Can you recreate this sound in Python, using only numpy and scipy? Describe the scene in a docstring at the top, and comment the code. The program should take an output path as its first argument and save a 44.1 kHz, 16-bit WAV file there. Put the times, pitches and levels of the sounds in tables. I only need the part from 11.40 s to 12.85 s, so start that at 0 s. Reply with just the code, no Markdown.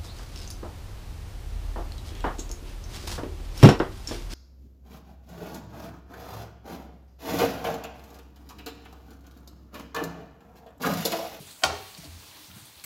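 """Tongs on a frying pan

Fat sizzles softly over a gas flame while the pan rocks on its grate with dull thuds.
Steel tongs graze, then clack hard on the coated pan: the impacts excite its damped modes,
and the kitchen reverberates. Small scrapes and spits tick; at the end the tongs' arms clink."""
import sys
import numpy as np
from scipy import signal
from scipy.fft import rfft, irfft
from scipy.io import wavfile
from scipy.ndimage import uniform_filter1d

SR = 44100
rng = np.random.default_rng(int(sys.argv[2]) if len(sys.argv) > 2 else 0)


def wav_record(signal):
    """Record a signal, one row per channel, as 16-bit PCM in the file named by sys.argv[1]."""
    frames = np.transpose(np.atleast_2d(signal))
    bounded = np.clip(frames, -1, 1)
    # unit amplitude maps onto the largest positive 16-bit level
    quanta = np.round(bounded * 32767).astype(np.int16)
    wavfile.write(sys.argv[1], SR, quanta)


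N = 63945
T = np.arange(N) / SR
BANDS_HZ = 30 * 2 ** np.arange(0, 9.6, .5)  # half-octave centres


def undb(db):
    """Amplitude ratio of a level in decibels."""
    return 10 ** (np.asarray(db) / 20)


def unit(x):
    """Normalisation to an rms of 1."""
    return x / np.sqrt(np.mean(x ** 2))


def value_at(table, hz):
    """Interpolation of (frequency, value) rows on a logarithmic frequency axis."""
    freqs, values = np.array(table).T
    return np.interp(np.log(hz), np.log(freqs), values)


def convolve(drive, response):
    """A linear system's output: the drive convolved with its impulse response."""
    return signal.fftconvolve(drive, response)[:N]


def noise_band(hz, octaves):
    """White noise through a cosine passband that reaches zero `octaves` either side of hz."""
    freqs = np.maximum(np.fft.rfftfreq(N, 1 / SR), 1)
    shape = np.cos(np.pi / 2 * np.clip(np.log2(freqs / hz) / octaves, -1, 1))
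    return irfft(rfft(rng.standard_normal(N)) * shape, N)


def flicker(rate_hz):
    """Random modulation: held random steps, smoothed twice, with an rms of 1."""
    hold = int(SR / rate_hz)
    steps = np.repeat(rng.standard_normal(N // hold + 1), hold)
    return unit(uniform_filter1d(uniform_filter1d(steps, hold), hold)[:N])


def burst(start, db, decay_ms):
    """Envelope with a sudden onset and exponential decay."""
    return undb(db) * (T > start) * np.exp(-np.maximum(T - start, 0) / (decay_ms / 1000))


def modal_response(modes):
    """Modal superposition: an impulse response of damped sines with alternating sign."""
    return sum((-1) ** k * undb(db - 60 * T / t60) * np.sin(2 * np.pi * hz * T)
               for k, (hz, db, t60) in enumerate(modes))


def contact_force(impacts):
    """Half-sine pulses, at least two samples long: level sets the impulse, longer contact is duller."""
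    force = np.zeros(N)
    for start, db, contact_ms in impacts:
        progress = (T - start) / max(contact_ms / 1000, 2 / SR)
        pulse = np.where((progress > 0) & (progress < 1), np.sin(np.pi * progress), 0)
        force += undb(db) * pulse / pulse.sum()
    return force


def sizzle():
    """Flame and fat give modulated noise; spatters are shot noise lifted by a pan resonance."""
    # hiss spectrum (frequency [Hz], relative spectral level [dB])
    spectrum = [(18, -38), (30, 1), (75, -2.5), (252, -5), (311, -6.5), (569, -10), (822, -4), (1630, -9.5),
                (4080, -5), (6380, -10.5), (14800, -15.5), (16000, -12.5)]
    # lift of the bands above 7 kHz (time [s], gain [dB])
    treble_lift = [(0, 2), (.3, 3.5), (.6, 1.5), (1, 1.5), (1.43, 2.5)]
    # swell of the whole sizzle (time [s], relative level [dB])
    swell = [(0, -50), (.2, -52.5), (.5, -50.5), (.75, -51), (1.1, -51.5), (1.43, -54)]
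    flicker_db, spatters_per_s = 1.45, 650
    common_flicker = .7 * flicker(29.64)
    treble_db = np.interp(T, *np.array(treble_lift).T)
    hiss = 0
    for hz in BANDS_HZ:
        band_db = value_at(spectrum, hz) + (hz > 7000) * treble_db
        band_db = band_db + flicker_db * (flicker(19.84) + common_flicker)
        hiss += undb(band_db) * noise_band(hz, 0.53)
    pops = (rng.random(N) < spatters_per_s / SR) * undb(4 * rng.exponential(size=N))
    spatter = convolve(pops, modal_response([(4400, 0, 0.0046)]))
    envelope = undb(np.interp(T, *np.array(swell).T) + 2.5)
    return (unit(hiss) + undb(-13) * unit(spatter)) * envelope


def pan_thuds():
    """Damped oscillation: each rock on the grate is an unsteady tone with a broad rumble around it."""
    # rocks of the pan (time [s], level [dB], frequency [Hz], T60 [s])
    rocks = [(.003, -35, 162, 0.054), (.008, -47.5, 98, 0.18), (0.011, -46, 412, 0.2),
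             (0.051, -46, 93.5, 0.14), (.11, -69, 107, 0.14), (0.245, -39.5, 161, 0.162),
             (0.246, -34.5, 80.3, 0.425), (0.292, -44.5, 69.5, 0.16), (0.3, -28.5, 1087, 0.067),
             (0.327, -38, 411, 0.25), (0.371, -39.5, 96, 0.2), (0.441, -52, 87, 0.1),
             (.571, -48, 675, 0.04), (.58, -50, 314, 0.11), (0.587, -46, 60.7, 0.37),
             (0.583, -42, 169, 0.26), (.634, -43.5, 665, 0.042), (0.646, -32.5, 153.4, 0.05),
             (0.648, -45, 290, 0.23), (0.67, -31.5, 79.7, 0.13), (.7, -49.5, 172, 0.45),
             (0.719, -45, 84, 0.42), (0.756, -43.5, 69, 0.14), (.797, -49, 88.7, 0.3),
             (0.761, -57.5, 287, 0.45), (.83, -56, 295.5, 0.32), (.95, -58.5, 305, 1),
             (.845, -55.5, 82, 0.52), (1.078, -45.5, 84.4, 0.32), (1.084, -51, 183, 0.37),
             (1.131, -47, 115.7, 0.34), (1.161, -34, 167, 0.05), (1.163, -54.5, 310.5, 0.29),
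             (1.22, -45, 109.5, 0.19), (1.359, -47.5, 77, 0.11), (1.44, -45.5, 144, 0.12)]
    roughness, rumble_db, rise_cycles = .4, -8, 0.74
    out = 0
    for start, db, hz, t60 in rocks:
        age = np.maximum(T - start, 0)
        tone = np.sin(2 * np.pi * hz * age) * (1 + roughness * flicker(39.83))
        rumble = undb(rumble_db) * unit(noise_band(hz, 1))
        rise = 1 - np.exp(-age * hz / rise_cycles)
        out += undb(db - 60 * age / t60) * rise * (tone + rumble)
    return out


def ticks():
    """Scrapes and spits are band-limited transients: decaying noise with a sine for a hint of pitch."""
    # scrapes and spits (time [s], level [dB], decay time constant [ms], centre frequency [Hz])
    transients = [(.07, -50, 11, 7400), (0.109, -53, 47, 8030), (0.5762, -49, 9.8, 5620),
                  (0.579, -49, 11, 8460), (0.576, -52, 7.4, 2385), (0.6422, -47.5, 6.9, 4360),
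                  (0.643, -51.5, 8, 8600), (0.896, -56, 5, 5280), (0.9122, -52, 4.2, 3080),
                  (1.044, -51, 4.3, 4730), (1.102, -55, 14, 1390), (1.114, -49, 5, 3200),
                  (1.117, -67, 5.8, 13100), (1.199, -63, 2.9, 3480), (1.253, -54, 32, 9130)]
    out = 0
    for start, db, decay_ms, hz in transients:
        tone = undb(-1) * np.sin(2 * np.pi * hz * T)
        out += burst(start, db, decay_ms) * (unit(noise_band(hz, 0.68)) + tone)
    return out


def pan_clack():
    """Impacts excite modes and a noisy crack; returns the direct sound and the drive of the room."""
    # tongs striking the pan (time [s], impulse level [dB], contact time [ms])
    impacts = [(.2205, -39.5, 0.28), (.2325, -26, 0.39), (.2364, -12.5, 0.096), (.2386, -21.5, 0.026),
               (.3, -27.5, 0.44), (.335, -32, 0.52)]
    # quickly damped modes of the blow (frequency [Hz], level [dB], T60 [s])
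    blow_modes = [(684.6, 0.5, 0.074), (1082, -10, 0.069), (1486, -3, 0.033), (1880, -6.5, 0.017),
                  (2305, -8, 0.021), (2516, -9.5, 0.092), (3164, 1, 0.02), (3890, -6.5, 0.025),
                  (4494, -3.5, 0.038), (5300, -3, 0.024), (6610, -5.5, 0.022), (7080, -9, 0.059),
                  (8000, 0.5, 0.01), (15000, -6, 0.036)]
    # lasting modes of the pan (frequency [Hz], relative level [dB], T60 [s])
    pan_modes = [(409, -15, 0.58), (607.5, 4.5, 0.1), (730, -34, 0.28), (764.7, 0.5, 0.41),
                 (833, -10.5, 0.46), (892, -14, 0.38), (1028, -32, .35), (1182.6, -5, .3), (1120, -12, 0.9),
                 (1402, 0, 0.17)]
    # spectrum of the crack (frequency [Hz], relative level [dB])
    crack_spectrum = [(350, -54), (650, 2.5), (1500, -10), (3000, 2.5), (5000, 2.5), (8000, -12.5),
                      (10000, -4.5), (13000, -1), (15500, -34.5)]
    pan_db, crack_db, crack_t60_s, crack_rise_s = -13.5, -8, 0.14, 0.0005
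    noise = unit(sum(undb(value_at(crack_spectrum, hz)) * noise_band(hz, 1) for hz in BANDS_HZ[6:]))
    crack = noise * undb(crack_db - 60 * T / crack_t60_s) * (1 - np.exp(-T / crack_rise_s))
    force = contact_force(impacts)
    ringing = convolve(force, modal_response(blow_modes) + undb(pan_db) * modal_response(pan_modes))
    direct = ringing + convolve(force, crack)
    room_drive = undb(-18) * ringing + undb(23.5) * force
    return direct, room_drive


def tongs_clink():
    """Free vibration of the steel tongs after arm strikes arm, with a short rattle of noise."""
    # arm striking arm (time [s], impulse level [dB], contact time [ms])
    impacts = [(1.4392, -51, .04), (1.4415, -40, .04)]
    # modes of the tongs (frequency [Hz], level [dB], T60 [s])
    tong_modes = [(1125, -9, .04), (2160, -3, .06), (2800, -8, .04), (4270, -6, .04), (7840, 0, .04),
                  (8310, -2, .05), (9580, -5, .04), (12820, 4, .15), (15570, -2, .04)]
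    rattle = burst(start=1.439, db=-38, decay_ms=14) * rng.standard_normal(N)
    return rattle + convolve(contact_force(impacts), modal_response(tong_modes))


def kitchen_reverb(drive):
    """Reverberation: a diffuse field builds after the first reflection and lasts longest near 3 kHz."""
    # reverberation time (frequency [Hz], T60 [s])
    decay_times = [(100, 0.45), (400, 0.43), (1100, .45), (3000, 0.97), (7000, 0.31), (14000, 0.59)]
    # initial spectrum of the tail (frequency [Hz], relative level [dB])
    tail_spectrum = [(100, 4), (400, 2.5), (750, 12), (1500, -1), (3000, -6), (5000, 1.5), (8000, -10.5),
                     (14000, -19.5)]
    room_db, delay_s, build_s = -7, 0.0087, 0.0017
    age = np.maximum(T - delay_s, 0)
    tail = 0
    for hz in BANDS_HZ:
        band_db = value_at(tail_spectrum, hz) - 60 * age / value_at(decay_times, hz)
        tail += undb(band_db) * noise_band(hz, 0.61)
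    tail *= 1 - np.exp(-age / build_s)
    return undb(room_db) * convolve(drive, tail / np.sqrt(np.sum(tail ** 2)))


def scene():
    """Superposition of the direct impacts, their reverberation and the sizzle, in one channel."""
    clack, clack_to_room = pan_clack()
    small_sounds = ticks() + tongs_clink()
    thuds = pan_thuds()
    reverberation = kitchen_reverb(clack_to_room + small_sounds + undb(-7) * thuds)
    return (clack + small_sounds + thuds + reverberation + sizzle())[None]


def record(dry):
    """Band limiting: a high-pass drops the deepest bass and a steep low-pass cuts the top."""
    low_hz, top_hz = 55, 15700
    high_pass = signal.butter(4, low_hz, btype="high", fs=SR, output="sos")
    low_pass = signal.ellip(10, .2, 70, top_hz, fs=SR, output="sos")
    return signal.sosfilt(low_pass, signal.sosfilt(high_pass, dry))


dry = scene()
out = record(dry)
wav_record(out)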